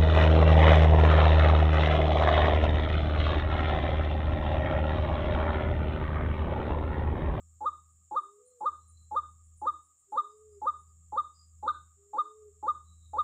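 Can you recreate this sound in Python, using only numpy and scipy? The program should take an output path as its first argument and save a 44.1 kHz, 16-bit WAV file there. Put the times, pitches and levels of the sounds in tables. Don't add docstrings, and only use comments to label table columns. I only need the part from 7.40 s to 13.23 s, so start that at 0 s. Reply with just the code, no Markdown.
import sys
import numpy as np
from scipy import signal
from scipy.fft import rfft, irfft
from scipy.io import wavfile
from scipy.ndimage import uniform_filter1d

SR = 44100
rng = np.random.default_rng(int(sys.argv[2]) if len(sys.argv) > 2 else 0)


def transcribe(u):
    v = np.clip(np.atleast_2d(u).T, -1, 1)
    q = np.round(v * 32767).astype(np.int16)
    wavfile.write(sys.argv[1], SR, q)


N = 257103

# f/Hz, relative level/dB
INSECT_SPECTRUM = [(3060, -57), (5200, -31), (5380, -15.5), (6130, -22.5), (6690, -2), (7120, 5), (7610, 3),
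                   (8660, -8), (9190, -15.5), (11900, -39.5), (20200, -120)]
# f/Hz, relative level/dB
AIR_SPECTRUM = [(25, -12.5), (60, -7.5), (150, -10), (400, -18), (1000, -21.5), (2000, -26), (5000, -27),
                (12000, -30), (14300, -21.5), (15500, -28.5)]
# t/s, level/dB
HUM_ENVELOPE = [(0.0, -53.5), (0.01, -57), (0.66, -64), (0.94, -90.5), (1.2, -79), (1.3, -62.5),
                (1.53, -56), (2.16, -56), (2.32, -59.5), (2.58, -84), (2.86, -86.5), (3.09, -62.5),
                (3.72, -56), (3.91, -64.5), (4.2, -55), (4.48, -59.5), (4.9, -86.5), (5.03, -63.5),
                (5.49, -55.5), (5.83, -52.5)]
# pitch multiple, relative level/dB
HUM_PARTIALS = [(1, -1.5), (2, -29.5), (3.5, -36)]
# t/s, level/dB, overtone gain/dB, hoarseness gain/dB, crack/0-1
WATERHEN_NOTES = [(-.28, -26.5, -8.5, -9, 0.5), (.205, -25, -3, 0.5, 0.03), (.709, -24.5, -3, 1.9, 0.05),
                  (1.205, -24, -5, 1.5, 0.1), (1.709, -24, -3, -0.5, 0.1), (2.215, -24, -3.5, 0.3, 0.02),
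                  (2.72, -23.5, -0.5, -0.5, 0), (3.2149, -23.5, -6.5, -0.5, 0.04),
                  (3.7205, -24, -0.6, 0.3, 0.03), (4.225, -23.5, 4, 1.6, 0.75),
                  (4.73, -24, -0.5, 0.8, 0.07), (5.226, -23.5, -4.5, -1, 0.08),
                  (5.7305, -23.5, 2.5, 1.6, 0.02)]
# pitch multiple, relative level/dB
VOICE_OVERTONES = [(2, -55), (3, -29), (4, -42.5), (5, -26)]
# f/Hz, width/Hz, gain/dB
THROAT_PEAKS = [(3701, 270, 2.5), (4060, 140, -10), (2440, 200, -17), (4940, 180, -22.5)]
# f/Hz, width/Hz, gain/dB
HOARSE_PEAKS = [(313, 100, -2), (477, 400, -3), (957.5, 360, -1), (1280, 59, -22)]
# f/Hz, gain/dB
LEAF_SPECTRUM = [(150, -28), (330, -5.5), (520, -22.5), (850, -23.5), (1000, -19.5), (1200, -29.5),
                 (1600, -7.5), (2300, -11.5), (3700, -10.5), (4300, -9.5), (8000, -27)]
# delay/s, gain/dB
TRUNK_ECHOES = [(.034, -22.5), (.067, -22), (.104, -33), (.122, -34), (.184, -43), (.226, -48), (.35, -56)]
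# start/s, crest/s, end/s, crest f/Hz, fall/Hz, level the swell heads for/dB, swell/(dB/s)
FAR_HOOTS = [(.76, 0.988, 1.048, 417, 3.6, -59, 40), (.965, 1.085, 1.25, 506, 70, -65, 6),
             (2.661, 3.02, 3.22, 432.4, 48, -56, 18.5), (4.55, 4.958, 5.12, 432.6, 30, -52, 33),
             (5.064, 5.159, 5.22, 424, 10, -72.5, 0)]
# t/s, half length/s, f/Hz, width/Hz, level/dB
BIRD_CHIRPS = [(1.036, .13, 4160, 150, -86.5), (1.351, 0.18, 4050, 130, -84), (1.509, .17, 4045, 130, -76),
               (2.88, 0.091, 5000, 250, -86), (3.09, 0.095, 4990, 250, -88),
               (3.926, 0.14, 4895, 300, -67.5), (5.431, .15, 3933, 200, -74),
               (5.594, 0.12, 3876, 280, -73.5)]


def undb(db):
    return 10 ** (np.asarray(db) / 20)


def unit_rms(x):
    return x / np.sqrt(np.mean(x ** 2) + 1e-30)


def add(out, start_s, x):
    i = max(int(start_s * SR), 0)
    out[i:i + len(x)] += x[:max(len(out) - i, 0)]


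def ramp(t, rise_s):
    return np.sin(np.pi / 2 * np.clip(t / rise_s, 0, 1)) ** 2


def bump(t, centre_s, width_s):
    return np.exp(-((t - centre_s) / width_s) ** 4)


def phase_of(hz):
    return 2 * np.pi * np.cumsum(hz) / SR


def resonances(peaks, f_hz):
    return sum(undb(db) / (1 + 2 * ((f_hz - hz) / width_hz) ** 2) ** 2 for hz, width_hz, db in peaks)


def resonant_noise(peaks, size):
    gain = resonances(peaks, np.fft.rfftfreq(size, 1 / SR))
    return unit_rms(irfft(rfft(rng.standard_normal(size)) * gain, size))


def colour(x, spectrum):
    hz, db = np.transpose(spectrum)
    bins_hz = np.fft.rfftfreq(len(x), 1 / SR) + 1
    return irfft(rfft(x) * undb(np.interp(np.log(bins_hz), np.log(hz), db)), len(x))


def hiss(spectrum, rms_db):
    return undb(rms_db) * unit_rms(colour(rng.standard_normal(N), spectrum))


def high_ticks(level_db=-85, top_hz=14900, bottom_hz=12800, tick_s=.009, rate_hz=22.05):
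    out = np.zeros(N)
    hz = np.linspace(top_hz, bottom_hz, int(tick_s * SR))
    tick = undb(level_db) * np.hanning(len(hz)) * np.sin(phase_of(hz))
    for start_s in np.arange(0, N / SR, 1 / rate_hz):
        for delay_s, gain in ((0, .6), (.0115, 1), (.023, 1)):
            add(out, start_s + delay_s, gain * tick)
    return out * (1 + .5 * resonant_noise([(0, 250, 0)], N))


def hum(pitch_hz=80, rumble_db=-15, waver=.0042):
    level_db = np.interp(np.arange(N) / SR, *np.transpose(HUM_ENVELOPE))
    phase = phase_of(pitch_hz * (1 + waver * resonant_noise([(.0033, 29.66, 0)], N)))
    tone = sum(undb(db) * np.sin(k * phase) for k, db in HUM_PARTIALS)
    rumble = resonant_noise([(57.7, 93, -3), (108, 77, 0), (176, 16, 2.95)], N)
    return undb(level_db) * (np.sqrt(2) * tone + undb(rumble_db) * rumble)


def note_pitch(t, jump_s, low_hz=846, high_hz=1200.2, glide_s=.005, wobble_period_s=.008):
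    wobble_hz = 128 * np.sin(2 * np.pi * t / wobble_period_s) * np.exp(-t / .0056)
    register = 1 / (1 + np.exp((jump_s - t) / glide_s))
    overshoot_hz = 60.28 * np.exp(-((t - .066) / .0075) ** 2)
    return low_hz + wobble_hz + (high_hz - low_hz) * register + overshoot_hz


def note_envelope(t, jump_s, attack_s=.012, hold_s=.017, release_s=.022, sag_db_per_s=-72):
    after_s = t - jump_s
    held_s = after_s - attack_s
    soft = .29 * np.tanh(t / .008) * ramp(-after_s, .0075)
    bridge = .13 * bump(after_s, 0, .00375)
    loud = ramp(after_s, attack_s) * ramp(hold_s + release_s - held_s, release_s)
    return soft + bridge + loud * undb(sag_db_per_s * held_s)


def throat_overtones(hz, phase, rasp_db=-42):
    overtones = sum(undb(db) * resonances(THROAT_PEAKS, k * hz) * np.sin(k * phase)
                    for k, db in VOICE_OVERTONES)
    return overtones + undb(rasp_db) * resonant_noise(THROAT_PEAKS, len(hz))


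def register_break(t, phase, jump_s, sub_hz=523, rise_hz_per_s=3000):
    sub_phase = phase_of(sub_hz + rise_hz_per_s * (t - jump_s))
    sub = undb(-17) * bump(t, .0495, .0075) * np.sin(sub_phase)
    fifth = undb(-32) * bump(t, .042, .007) * np.sin(1.5 * phase)
    rasp = resonant_noise([(1310, 290, 0), (1707, 200, -15), (3620, 87, -9), (4275, 220, -14.5)], len(t))
    return sub + fifth + undb(-39) * bump(t, .052, .013) * rasp


def hoarseness(t, envelope, soft_db=-31, clear_db=-45):
    soft_half = np.minimum(5 * envelope, 1) * bump(t, .02, .04)
    return (undb(soft_db) * soft_half + undb(clear_db) * envelope) * resonant_noise(HOARSE_PEAKS, len(t))


def air_puff(t, gain_db=-30, attack_s=.003, release_s=.009):
    envelope = ramp(t, attack_s) * ramp(attack_s + release_s - t, release_s)
    return undb(gain_db) * envelope * resonant_noise([(920, 410, -1.5), (440, 200, -6.5)], len(t))


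def voice_crack(t, phase, tone_db=-18, spit_db=-31):
    tone = bump(t, .069, .009) * np.sin(1.22 * phase)
    spit = resonant_noise([(3650, 300, 0), (4100, 400, -4), (2600, 900, -22)], len(t))
    return undb(tone_db) * tone + undb(spit_db) * bump(t, .061, .009) * spit


def waterhen_note(overtone_db, hoarse_db, crack, length_s=.11, jump_s=.0485):
    t = np.arange(int(length_s * SR)) / SR
    burst = crack * bump(t, .0555, .003)
    catches = crack * (bump(t, .0605, .0016) + bump(t, .073, .002))
    jitter = .004 * resonant_noise([(0, 200, 0)], len(t))
    hz = note_pitch(t, jump_s) * (1 + .09 * burst + jitter)
    phase = phase_of(hz)
    envelope = note_envelope(t, jump_s) * (1 - .7 * catches) * (1 - .15 * crack) + .6 * burst
    envelope = uniform_filter1d(envelope, size=60) * np.tanh(t / .0024) ** 2
    brightness = undb(overtone_db) * np.abs(envelope) ** 1.7
    voice = envelope * np.sin(phase) + brightness * throat_overtones(hz, phase)
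    voice += register_break(t, phase, jump_s)
    voice += undb(hoarse_db) * hoarseness(t, envelope)
    return voice + air_puff(t) + crack * voice_crack(t, phase)


def waterhen():
    calls = np.zeros(N + SR)
    for start_s, level_db, overtone_db, hoarse_db, crack in WATERHEN_NOTES:
        note = waterhen_note(overtone_db, hoarse_db, crack)
        add(calls, start_s + 1, np.sqrt(2) * undb(level_db) * note)
    return (calls + grove_echoes(calls))[SR:]


def scatter(t60_s, build_s):
    t = np.arange(SR // 2) / SR
    tail = rng.standard_normal(len(t)) * undb(-60 * t / t60_s) * np.clip(t / build_s, 0, 1) ** 2
    return tail / np.sqrt(np.sum(tail ** 2))


def grove_echoes(x, tail_db=-36, ground_hz=1100):
    near = colour(scatter(t60_s=.3, build_s=.05), LEAF_SPECTRUM)
    far = undb(tail_db) * scatter(t60_s=.8, build_s=.05)
    for delay_s, db in TRUNK_ECHOES:
        add(far, delay_s, undb([db]))
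    ground = signal.butter(10, ground_hz, "high", fs=SR, output="sos")
    return signal.fftconvolve(x, near + signal.sosfilt(ground, far))[:len(x)]


def chirp(half_s, hz, width_hz):
    progress = np.linspace(0, 1, int(2 * half_s * SR))
    envelope = np.sin(np.pi * np.sqrt(progress)) ** 4
    return envelope * resonant_noise([(hz, width_hz, 0)], len(progress))


def cricket(start_s=.525, end_s=3.45, period_s=.1373, jitter_s=.013, pitch_hz=9120, half_s=.067):
    out = np.zeros(N)
    times_s = np.arange(start_s, end_s, period_s)
    arch_db = -74 - 4 * np.linspace(-1, 1, len(times_s)) ** 2
    deviations = rng.standard_normal((len(times_s), 3))
    for time_s, db, (later, louder, higher) in zip(times_s, arch_db, deviations):
        stroke = chirp(half_s, pitch_hz + 70 * higher, width_hz=300)
        add(out, time_s + jitter_s * later - half_s / 2, undb(db + 4 * louder) * stroke)
    return out


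def hoots(scoop_hz=39.1, waver=.0048, attack_s=.055, release_s=.04, hoarse_db=-31, wet_db=-13):
    out = np.zeros(N)
    for start_s, crest_s, end_s, crest_hz, fall_hz, level_db, swell_db_per_s in FAR_HOOTS:
        t = np.arange(start_s, end_s, 1 / SR)
        before = np.maximum(crest_s - t, 0) / (crest_s - start_s)
        after = np.maximum(t - crest_s, 0) / (end_s - crest_s)
        hz = crest_hz - scoop_hz * before ** 1.1 - fall_hz * after ** 2
        flutter_db = resonant_noise([(.00075, 75, 0)], len(t))
        envelope = undb(level_db + flutter_db - swell_db_per_s * (end_s - t))
        envelope *= ramp(t - start_s, attack_s) * ramp(end_s - t, release_s)
        phase = phase_of(hz * (1 + waver * resonant_noise([(.013, 46, 0)], len(t))))
        rasp = undb(hoarse_db) * resonant_noise([(413, 660, 0)], len(t))
        add(out, start_s, envelope * (np.sqrt(2) * np.sin(phase) + rasp))
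    return out + undb(wet_db) * signal.fftconvolve(out, scatter(t60_s=.97, build_s=.0036))[:N]


def small_birds(chip_count=24, chip_low_hz=3966, chip_high_hz=10900, chip_db=-89):
    out = np.zeros(N)
    for start_s, half_s, hz, width_hz, level_db in BIRD_CHIRPS:
        add(out, start_s, undb(level_db) * chirp(half_s, hz, width_hz))
    for when, height in rng.random((chip_count, 2)):
        hz = chip_low_hz * (chip_high_hz / chip_low_hz) ** height
        add(out, when * N / SR, undb(chip_db) * chirp(half_s=.046, hz=hz, width_hz=190))
    return out


def scene():
    background = hiss(INSECT_SPECTRUM, rms_db=-68) + hiss(AIR_SPECTRUM, rms_db=-84.5)
    voices = waterhen() + hoots() + small_birds() + cricket()
    return (background + voices + high_ticks() + hum())[None]


def record(dry):
    return signal.sosfilt(signal.ellip(8, .2, 70, 15500, fs=SR, output="sos"), dry)


dry = scene()
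out = record(dry)
transcribe(out)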